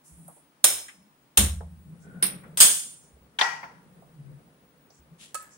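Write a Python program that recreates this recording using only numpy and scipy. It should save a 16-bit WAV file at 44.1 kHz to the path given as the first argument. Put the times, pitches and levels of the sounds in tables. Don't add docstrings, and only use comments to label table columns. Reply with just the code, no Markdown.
import sys
import numpy as np
from scipy import signal
from scipy.fft import rfft, irfft
from scipy.io import wavfile
from scipy.ndimage import uniform_filter1d

SR = 44100
rng = np.random.default_rng(int(sys.argv[2]) if len(sys.argv) > 2 else 0)


def persist_wave(psi):
    counts = np.round(np.clip(psi, -1, 1) * 32767).astype(np.int16)
    wavfile.write(sys.argv[1], SR, np.atleast_2d(counts).T)


N = 245637
TIME = np.arange(N) / SR
AGE = TIME[:SR]


def gain_of(db):
    return 10 ** (np.asarray(db) / 20)


def evened(x):
    return x / np.sqrt(np.mean(x ** 2) + 1e-20)


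def read(points, hz):
    f, value = np.transpose(points)
    return np.interp(np.log(hz + 1), np.log(f + 1), value)


def coloured(points):
    return lambda hz: gain_of(read(points, hz))


def add(mix, s, sound):
    part = mix[:, max(round(s * SR), 0):][:, :sound.shape[1]]
    part += sound[:, :part.shape[1]]


def dying(t60):
    return np.exp(-np.log(1000) * AGE / max(t60, 1e-3))


def held(hold, t60):
    return np.exp(-np.log(1000) * np.maximum(AGE - hold, 0) / t60)


def onset(time_constant):
    return 1 - np.exp(-AGE / time_constant)


def arch(length):
    return np.sin(np.pi * np.minimum(AGE / length, 1))


def wander(rate_hz, size):
    hz = np.fft.rfftfreq(size, 1 / SR)
    spectrum = rfft(rng.standard_normal(size))
    return evened(irfft(spectrum / (1 + (hz / rate_hz) ** 4), size))


# (frequency [Hz], left-right correlation [1])
MICROPHONE_LIKENESS = [(60, 0.9), (130, 0.75), (290, 1), (640, .5), (1300, -0.09), (3000, 0), (15000, 0.03)]


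def noise(shape, size):
    hz = np.fft.rfftfreq(size, 1 / SR)
    left, other = rfft(rng.standard_normal((2, size)))
    same = np.clip(read(MICROPHONE_LIKENESS, hz), -1, 1)
    right = same * left + np.sqrt(1 - same ** 2) * other
    return evened(irfft(np.array([left, right]) * shape(hz), size))


def band(centre_hz, octaves):
    return lambda hz: np.exp(-.5 * (np.log2((hz + 1) / centre_hz) / octaves) ** 2)


def body(resonances, low_hz):
    def shape(hz):
        power = sum(gain_of(db) ** 2 / (1 + (2 * (hz - f) / width) ** 2) ** 2
                    for f, width, db in resonances)
        return np.sqrt(power) * hz ** 2 / (hz ** 2 + low_hz ** 2)
    return shape


def crowded(shape, ripple_db):
    grid = np.linspace(0, SR / 2, num=300)
    comb = rng.standard_normal(len(grid))
    comb = np.minimum(evened(comb - uniform_filter1d(comb, size=7)), 1.3)

    def combed(hz):
        ripple = ripple_db * np.interp(hz, grid, comb) * hz / (hz + 2500)
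        return shape(hz) * gain_of(ripple)
    return combed


def ring(modes, longest_t60, scatter=0.83):
    out = np.zeros((2, SR))
    knots = np.linspace(0, 1, num=60)
    for hz, db, t60 in modes:
        t60 = np.clip(t60, .02, max(longest_t60, .02))
        t = AGE[:int(t60 * SR)]
        direct = np.exp(2j * np.pi * rng.random((2, 1)))
        real, imaginary = rng.standard_normal((2, 2, len(knots)))
        paths = direct + scatter * (real + 1j * imaginary) / np.sqrt(2)
        drift = np.array([np.interp(t, knots, path) for path in paths]) / np.hypot(1, scatter)
        partial = drift * np.exp((2j * np.pi * hz - np.log(1000) / t60) * t)
        out[:, :len(t)] += gain_of(db) * partial.imag
    return out


def room(source, t60, bass_life, treble_life):
    below_mid = signal.filtfilt(*signal.butter(2, 2500, fs=SR), source)
    below_top = signal.filtfilt(*signal.butter(4, 10000, fs=SR), source)
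    bass = below_mid * dying(t60 * bass_life)
    middle = (below_top - below_mid) * dying(t60)
    treble = (source - below_top) * dying(t60 * treble_life)
    return bass + middle + treble


def blows(rows, spectrum, modes, attack=0.00075, build=0.0095, bass_life=1.05, treble_life=.9,
          spiky_db=2, room_tilt_db=-.3, sustain=1.2):
    out = np.zeros((2, N))
    for s, crack_db, crack_t60, room_db, room_t60, ring_db, pan_db, hardness_db, *_ in rows:
        colour = crowded(spectrum, ripple_db=4)

        def struck(tilt_db):
            return noise(lambda hz: colour(hz) * gain_of(tilt_db * np.log2((hz + 500) / 4000)), SR)
        crack = gain_of(crack_db) * dying(crack_t60) * struck(hardness_db)
        tail = room(struck(hardness_db + room_tilt_db), room_t60, bass_life, treble_life)
        tail = gain_of(room_db) * tail * onset(build)
        unevenness = evened(uniform_filter1d(rng.standard_normal((2, SR)), size=40))
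        echoes = evened(gain_of(spiky_db * unevenness))
        ringing = gain_of(ring_db) * ring(modes, longest_t60=sustain * room_t60)
        sound = ((crack + tail) * echoes + ringing) * onset(attack)
        add(out, s, sound * gain_of([[pan_db / 2], [-pan_db / 2]]))
    return out


# (time [s], vigour [dB])
FLAME_VIGOUR = [(1.5, 0.5), (1.75, -6), (2.25, 3), (2.62, -5), (2.85, -20), (3.3, -20), (3.95, -10),
                (4.45, -14), (4.6, -20.5), (5.57, -25.5)]
CATCH_S, ROAR_BUILD_S = FLAME_VIGOUR[0][0], .65


def vigour():
    s, db = np.transpose(FLAME_VIGOUR)
    return np.interp(TIME, s, db, left=db.min())


# (frequency [Hz], relative level [dB per Hz])
KITCHEN_COLOUR = [(15, -53), (25, -32), (66, -12.5), (101, -25), (118, -20.5), (146, -2), (186, -14),
                  (278, -7.5), (394, -15.5), (790, -16), (856, -14), (1390, -18), (9520, -33.5),
                  (15000, -38)]
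KITCHEN_DB, WHINE_HZ, WHINE_DB = -64.5, 15624, -72


def kitchen(whine_width_hz=7):
    air = gain_of(KITCHEN_DB) * noise(coloured(KITCHEN_COLOUR), N)
    whine = noise(lambda hz: 1 / np.hypot(1, (hz - WHINE_HZ) / whine_width_hz) ** 1.3, N)
    return air + gain_of(WHINE_DB) * whine


# (frequency [Hz], relative level [dB per Hz])
JET_SPECTRUM = [(3000, -41.5), (6000, -20), (7800, -7.5), (9400, 1.5), (11500, -8), (12600, -20),
                (15000, -29.5)]
OPEN_S, EASE_S, OPEN_RISE_S, EASE_T60_S = 0.037, .385, 0.041, .25
OPEN_DB, FEED_DB, FEED_FOLLOW = -60.5, -70.5, .3
SPIT_DB, SPIT_T60_S, SPIT_HZ = -49.5, 0.36, 8040


def jet(spit_octaves=0.46):
    opened = np.clip((TIME - OPEN_S) / OPEN_RISE_S, 0, 1)
    eased = np.exp(-np.log(1000) * np.maximum(TIME - EASE_S, 0) / EASE_T60_S)
    flow = gain_of(OPEN_DB) * opened * eased + gain_of(FEED_DB + FEED_FOLLOW * vigour())
    out = flow * noise(coloured(JET_SPECTRUM), N)
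    burst = np.minimum(AGE / OPEN_RISE_S, 1) * dying(SPIT_T60_S)
    add(out, OPEN_S, gain_of(SPIT_DB) * burst * noise(band(SPIT_HZ, spit_octaves), SR))
    return out


# (time [s], length [s], level [dB], frequency [Hz])
GAS_GUSTS = [(.07, 0.29, -51.5, 161.6), (.9, 0.21, -60.5, 202.5), (1.85, 0.12, -46, 164),
             (4.14, .27, -45, 140), (5.08, 0.097, -54.5, 159.5)]


def gusts(gust_octaves=0.12, rush_db=-11, rush_octaves=0.89):
    out = np.zeros((2, N))
    for s, length, db, hz in GAS_GUSTS:
        thrum = noise(band(hz, gust_octaves), SR)
        rush = gain_of(rush_db) * noise(band(hz, rush_octaves), SR)
        add(out, s, gain_of(db) * arch(length) * (thrum + rush))
    return out


# (time [s], level [dB])
COUNTER_BUMPS = [(0.116, -47), (0.644, -54), (.724, -51), (2.599, -42.5), (3.13, -48), (3.21, -49.5),
                 (4.99, -51)]
COUNTER_HZ, COUNTER_T60_S = 68, 0.31


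def bumps(rise=0.0069):
    out = np.zeros((2, N))
    for s, db in COUNTER_BUMPS:
        note = np.sin(2 * np.pi * COUNTER_HZ * AGE)
        thud = gain_of(db) * dying(COUNTER_T60_S) * onset(rise) * note
        add(out, s, np.array([thud, thud]))
    return out


# (time [s], knock level [dB], knock frequency [Hz], tick level [dB], tick frequency [Hz])
HANDLING_TAPS = [(.279, -47, 760, -43, 9900), (0.364, -56, 520, -63, 10000),
                 (0.882, -42.5, 1950, -46, 7960), (1.606, -42, 614, -51, 1490),
                 (2.434, -47, 1291, -63.5, 8900), (4.02, -52, 620, -70, 8900), (4.903, -76, 900, -55, 5300),
                 (5.422, -52, 1400, -47, 11600)]
KNOCK_OCTAVES, KNOCK_T60_S = 0.54, 0.11
TICK_OCTAVES, TICK_T60_S = 0.23, 0.039


def taps(room_db=-13, room_t60=0.31, knock_rise=0.0028, tick_rise=0.00076):
    out = np.zeros((2, N))

    def tap(db, hz, octaves, rise, t60):
        envelope = (dying(t60) + gain_of(room_db) * dying(room_t60)) * onset(rise)
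        return gain_of(db) * envelope * noise(band(hz, octaves), SR)
    for s, knock_db, knock_hz, tick_db, tick_hz in HANDLING_TAPS:
        add(out, s, tap(knock_db, knock_hz, KNOCK_OCTAVES, knock_rise, KNOCK_T60_S))
        add(out, s, tap(tick_db, tick_hz, TICK_OCTAVES, tick_rise, TICK_T60_S))
    return out


# (time [s], crack level [dB], crack t60 [s], room level [dB], room t60 [s],
# ring level [dB], left-right pan [dB], hardness [dB per octave])
LIGHTER_SNAPS = [(.6412, -3.5, 0.065, -14.5, 0.4, -25, -0.5, 0.58),
                 (1.3732, -5, 0.058, -11.5, 0.29, -33, 0.5, -0.54)]
# (frequency [Hz], width [Hz], level [dB])
TRIGGER_RESONANCES = [(520, 130, -12), (675, 382, -14), (1600, 2700, -12.5), (3260, 1500, -9),
                      (3770, 730, -6.5), (4240, 300, -16), (5060, 140, -23), (5450, 440, -9.5),
                      (6930, 990, -4.5), (8580, 727, -0.5), (9840, 6490, -6), (9250, 670, 0),
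                      (10400, 810, -8), (10200, 232, -10.5), (12180, 147, -15.5), (15000, 2177, -9.5)]
# (frequency [Hz], level [dB], t60 [s])
TRIGGER_MODES = [(1523, -14, 0.34), (2321, -14, 0.55), (2883, -11.5, 0.42), (3310, -12.5, 0.35),
                 (4100, -8.5, 0.13), (3590, -16, 0.32), (4370, -14, 0.27), (5200, -11.5, 0.17),
                 (5292, -2.5, 0.62), (6070, -5.5, 0.4), (6239, -11, 0.42), (6622, -12, 0.58),
                 (7600, -11, 0.46), (8470, -5.5, 0.23), (8500, 7, 0.34), (8950, -8, 0.44), (9300, -6, 0.49),
                 (9422, -4, 0.33), (9586, -9, 0.53), (10540, -3, 0.31), (10370, -5, 0.4),
                 (11113, -10.5, 0.33), (11276, -11, 0.26), (12500, -10, 0.36), (12800, -13.5, 0.32),
                 (13642, -16.5, 0.32), (14708, -10.5, 0.32), (15800, -5, 0.33)]


def lighter_snaps():
    return blows(LIGHTER_SNAPS, body(TRIGGER_RESONANCES, low_hz=130), TRIGGER_MODES, bass_life=1.1,
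                 treble_life=0.87, spiky_db=2.5, room_tilt_db=-0.32, sustain=1.3)


# (frequency [Hz], level [dB], t60 [s])
ROOM_MODES = [(65.2, -21, 0.55), (79.6, -23.5, 0.82), (195.1, -28, 0.24), (130.9, -33, 0.21),
              (240.7, -48.5, 0.26)]


def ignition(s=1.3835, spread=0.048, puff_db=-30, puff_hz=135, puff_t60=0.18,
             rumble_db=-35, rumble_hz=55, rumble_t60=0.63):
    out = np.zeros((2, N))

    def swell(t60):
        return onset(.004) * held(spread, t60)
    boom = sum(gain_of(db) * swell(t60) * np.sin(2 * np.pi * hz * AGE) for hz, db, t60 in ROOM_MODES)
    puff = gain_of(puff_db) * swell(puff_t60) * noise(band(puff_hz, 0.92), SR)
    rumble = gain_of(rumble_db) * swell(rumble_t60) * noise(band(rumble_hz, .4), SR)
    add(out, s, boom + puff + rumble)
    return out


# (frequency [Hz], relative level [dB per Hz])
ROAR_SPECTRUM = [(120, -30.5), (200, 1), (340, -9.5), (470, -4.5), (1020, -23.5), (1130, -16.5),
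                 (1820, -22), (4000, -39), (5200, -69), (8800, -120)]
FLUTTER_DB, FLUTTER_HZ, FLUTTER_HZ_PER_DB = -46.5, 170.2, 0.85
ROAR_DB, ROAR_FOLLOW, ROAR_START_DB = -55.5, 0.59, -32


def flame(width_hz=22, rumble_db=-11, flicker_db=3, flicker_hz=12):
    drive, burning = vigour(), TIME - CATCH_S
    turn = np.exp(2j * np.pi * np.cumsum(FLUTTER_HZ + FLUTTER_HZ_PER_DB * drive) / SR)
    eddies = [noise(lambda hz: 1 / (1 + (hz / width_hz) ** 2), N) for _ in range(2)]
    drumming = evened((turn * (eddies[0] + 1j * eddies[1])).real)
    flutter = gain_of(FLUTTER_DB + drive) * drumming
    roar = noise(coloured(ROAR_SPECTRUM), N) + gain_of(rumble_db) * noise(band(70, 0.55), N)
    cold = np.clip(1 - burning / ROAR_BUILD_S, 0, 1)
    flicker = flicker_db * wander(flicker_hz, N)
    roar_db = ROAR_DB + ROAR_FOLLOW * drive + ROAR_START_DB * cold + flicker
    lit = np.clip(burning / 0.025 + 1, 0, 1)
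    return lit * (flutter + gain_of(roar_db) * roar)


# (time [s], length [s], level [dB])
FINGER_RUBS = [(1.993, 0.08, -65), (2.99, .12, -64), (4.899, 0.12, -65.5), (5.5, 0.084, -57)]
RUB_HZ, RUB_OCTAVES = 6800, 0.34


def grain(grain_db=1.5, grain_hz=200):
    return evened(gain_of(grain_db * wander(grain_hz, N)))


def rubs():
    out = np.zeros((2, N))
    for s, length, db in FINGER_RUBS:
        add(out, s, gain_of(db) * arch(length) * noise(band(RUB_HZ, RUB_OCTAVES), SR))
    return out * grain()


WHISTLE_S, WHISTLE_LENGTH_S, WHISTLE_HZ, WHISTLE_DB = 2.0, 0.34, 1473, -57


def whistle(octaves=0.053):
    out = np.zeros((2, N))
    tone = noise(band(WHISTLE_HZ, octaves), SR)
    add(out, WHISTLE_S, gain_of(WHISTLE_DB) * arch(WHISTLE_LENGTH_S) * tone)
    return out


FLAPS_PER_S, FLAP_DB, FLAP_FOLLOW, FLAP_HZ, FLAP_T60_S = 7, -54, .3, 480, .11


def flaps(spread_octaves=.6, width_octaves=.35, uneven_db=3, rise=.005):
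    out, drive = np.zeros((2, N)), vigour()
    burning = TIME > CATCH_S + ROAR_BUILD_S
    for at in np.flatnonzero(burning & (rng.random(N) < FLAPS_PER_S / SR)):
        pitch, strength = np.clip(rng.standard_normal(2), -2, 2)
        hz = FLAP_HZ * 2 ** (spread_octaves * pitch)
        pop = dying(FLAP_T60_S) * onset(rise) * noise(band(hz, width_octaves), SR)
        level_db = FLAP_DB + FLAP_FOLLOW * drive[at] + uneven_db * strength
        add(out, at / SR, gain_of(level_db) * pop)
    return out


# (time [s], crack level [dB], crack t60 [s], room level [dB], room t60 [s],
# ring level [dB], left-right pan [dB], hardness [dB per octave])
STEEL_CLINKS = [(2.2247, -17.5, 0.179, -23, 0.28, -24, -1, -0.73),
                (2.2645, -30, 0.12, -54, 0.17, -28.5, -3, 2)]
# (frequency [Hz], width [Hz], level [dB])
STEEL_RESONANCES = [(311.7, 420, -21), (2220, 2800, -20), (3907, 1700, -19.5), (5300, 823, -18.5),
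                    (7660, 506, -28), (8558, 600, -17), (9201, 368, -16.5), (9470, 164, -0.5),
                    (11400, 512, -20), (12674, 1465, -18), (15440, 2145, -28)]
# (frequency [Hz], level [dB], t60 [s])
STEEL_MODES = [(8490, -3.5, 0.23), (8580, -20, .16), (9500, 7, 0.087), (9400, -6, 0.14), (9650, -1, 0.23),
               (9665, 6, 0.079), (15180, -8, .13)]


def steel_clinks():
    return blows(STEEL_CLINKS, body(STEEL_RESONANCES, low_hz=150), STEEL_MODES, bass_life=1.7,
                 treble_life=1.0, spiky_db=1.45, room_tilt_db=1.0)


# (time [s], crack level [dB], crack t60 [s], room level [dB], room t60 [s],
# ring level [dB], left-right pan [dB], hardness [dB per octave])
LIGHTER_DROPS = [(2.5724, -16, .04, -19.5, 0.39, -41, 0.0024, 0.0012),
                 (2.602, -8, .16, -7.5, 0.47, -14.5, 0.0005, 0.014)]
# (frequency [Hz], width [Hz], level [dB])
BARREL_RESONANCES = [(1570, 258, -19.5), (1830, 2900, -20.5), (3300, 960, -13), (4350, 210, -16),
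                     (5130, 1156, -16), (6773, 1600, -13), (7775, 378, -9.5), (8730, 820, -3),
                     (9920, 170, -4.5), (9580, 150, -16), (10500, 350, -18), (11300, 501, -13.5),
                     (11940, 218, -13), (12900, 513, -13), (13800, 748, -23), (15240, 2100, -15.5)]
# (frequency [Hz], level [dB], t60 [s])
BARREL_MODES = [(1560, -16, 0.34), (3314, -10.5, 0.35), (3770, -5, 0.13), (4340, -10.5, 0.4),
                (4666, -11.5, 0.33), (4940, -11.5, 0.35), (4950, -10, 0.42), (6131, -13, 0.6),
                (6200, -13.5, 0.38), (6691, -6, 0.54), (6874, -10, 0.39), (7840, -2, 0.38),
                (7600, -6.5, 0.57), (8200, -12, 0.48), (8455, -5.5, 0.41), (8320, -3.5, 0.78),
                (9000, -11, 0.36), (9300, -1, 0.4), (9220, 0.5, 1), (9800, -3, 0.45), (11069, -15.5, 0.29),
                (11280, -13, 0.46), (11954, -14.5, 0.34), (13200, -15.5, 0.26), (12700, -16, 0.31),
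                (14500, -17, 0.29), (14800, -12, 0.37), (14900, -9.5, 0.33)]


def lighter_clatter():
    return blows(LIGHTER_DROPS, body(BARREL_RESONANCES, low_hz=130), BARREL_MODES, bass_life=0.81,
                 treble_life=.85, spiky_db=1.3, room_tilt_db=-0.73)


# (time [s], crack level [dB], crack t60 [s], room level [dB], room t60 [s],
# ring level [dB], left-right pan [dB], hardness [dB per octave], note of the spot hit [Hz])
LID_BLOWS = [(3.3872, -17, 0.074, -28.5, 0.5, -43.5, 2.1, 3, 3270),
             (3.4109, -11, 0.065, -22.5, 0.44, -21.5, 0.85, 0.5, 3470),
             (3.6301, -31.5, 0.11, -46.5, 0.6, -52.5, -0.68, -6, 1950)]


def lid_contacts(contact_db=-1.5, octaves=0.22, t60=0.047, attack=.0012):
    out = np.zeros((2, N))
    for s, crack_db, *_, hz in LID_BLOWS:
        envelope = dying(t60) * onset(attack)
        add(out, s, gain_of(crack_db + contact_db) * envelope * noise(band(hz, octaves), SR))
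    return out


# (frequency [Hz], width [Hz], level [dB])
LID_RESONANCES = [(904, 280, -3), (1660, 1500, -8.5), (3190, 780, -27), (4580, 380, -20),
                  (5610, 1700, -21.5), (6870, 547, -29.5), (7605, 390, -29), (9130, 985, -32.5),
                  (10900, 1300, -41.5), (13007, 474, -48.5), (15589, 130, -38), (15659, 130, -60)]
# (frequency [Hz], level [dB], t60 [s])
LID_MODES = [(792, -14.5, 0.5), (903, 9.5, 0.08), (915, -5.5, 0.76), (1020, -12, 0.46), (1062, -13.5, 0.51),
             (1384, -7.5, 0.64), (1553, -18, 0.41), (1929, 0.5, 0.42), (1912, -3, 0.43),
             (2404, -10.5, 0.37), (3277, -32, 0.33), (3340, -24, 0.42), (3440, -28, 0.29),
             (4442, -25, 0.43), (4617, -20, 0.377), (4815, -20, 0.41), (5061, -22, 0.43), (5172, -29, 0.47),
             (5720, -19, 0.5), (5990, -25.5, 0.39), (7540, -32, 0.49)]


def lid_knocks():
    return blows(LID_BLOWS, body(LID_RESONANCES, low_hz=350), LID_MODES, attack=0.0051, bass_life=1.045,
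                 treble_life=1.0, spiky_db=0.0, room_tilt_db=0.5)


# (frequency [Hz], relative level [dB per Hz])
SCRAPE_COLOUR = [(800, -18.5), (2000, -7), (3200, 1), (5000, -6.5), (7500, -3), (11000, -6), (13000, -28)]
SCRAPE_S, SCRAPE_RISE_S, SCRAPE_LENGTH_S, SCRAPE_T60_S, SCRAPE_DB = 5.18, 0.033, 0.067, 0.3, -49.5


def lid_scrape():
    out = np.zeros((2, N))
    stroke = np.minimum(AGE / SCRAPE_RISE_S, 1) * held(SCRAPE_LENGTH_S, SCRAPE_T60_S)
    add(out, SCRAPE_S, gain_of(SCRAPE_DB) * stroke * noise(coloured(SCRAPE_COLOUR), SR))
    return out * grain()


# (time [s], crack level [dB], crack t60 [s], room level [dB], room t60 [s],
# ring level [dB], left-right pan [dB], hardness [dB per octave])
RIM_BLOWS = [(5.3438, -26.5, 0.052, -46.5, 0.3, -59.5, -4.3, 0.55),
             (5.3505, -26.5, 0.048, -38.5, 0.36, -42.5, -1.4, -1.05)]
# (frequency [Hz], width [Hz], level [dB])
RIM_RESONANCES = [(563, 95, -9), (940, 420, -14), (1276, 380, -15), (1695, 98, 0), (3640, 11000, -21),
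                  (8460, 3200, -9), (10894, 470, -28), (12900, 280, -25), (14480, 260, -30),
                  (15400, 254, -12)]
# (frequency [Hz], level [dB], t60 [s])
RIM_MODES = [(1281, 14, 0.22), (1710, -5, 0.11), (1900, -8, 0.064), (2610, -5, 0.17), (4370, -6, 0.15),
             (7370, -18, 0.14), (8493, -22, .25)]


def rim_touches():
    return blows(RIM_BLOWS, body(RIM_RESONANCES, low_hz=254), RIM_MODES, attack=0.00093, bass_life=2.24,
                 treble_life=0.47, spiky_db=-3.0, room_tilt_db=3.0)


def scene():
    gas = jet() + gusts() + ignition() + flame() + whistle() + flaps()
    hands = bumps() + taps() + rubs()
    lighter = lighter_snaps() + lighter_clatter()
    lid = lid_contacts() + lid_knocks() + lid_scrape() + rim_touches()
    return kitchen() + gas + hands + lighter + steel_clinks() + lid


# (frequency [Hz], left-right difference [dB])
MICROPHONE_BALANCE = [(60, -1.5), (110, 0.5), (200, 2), (380, 1), (700, -1.5), (1290, 2.5), (2380, 4.5),
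                      (4400, 5), (8120, -2.5), (15000, -0.5)]
EDGE_HZ = 15800


def record(dry):
    lean_db = read(MICROPHONE_BALANCE, np.fft.rfftfreq(N, 1 / SR))
    sides = gain_of(np.array([lean_db, -lean_db]) / 2)
    sides = sides / np.sqrt(np.mean(sides ** 2, axis=0))
    heard = np.clip(irfft(rfft(dry) * sides, N), -1, 1)
    low_pass = signal.firwin(1023, EDGE_HZ, window=("kaiser", 8), fs=SR)
    return signal.oaconvolve(heard, low_pass[None], "same")


dry = scene()
out = record(dry)
persist_wave(out)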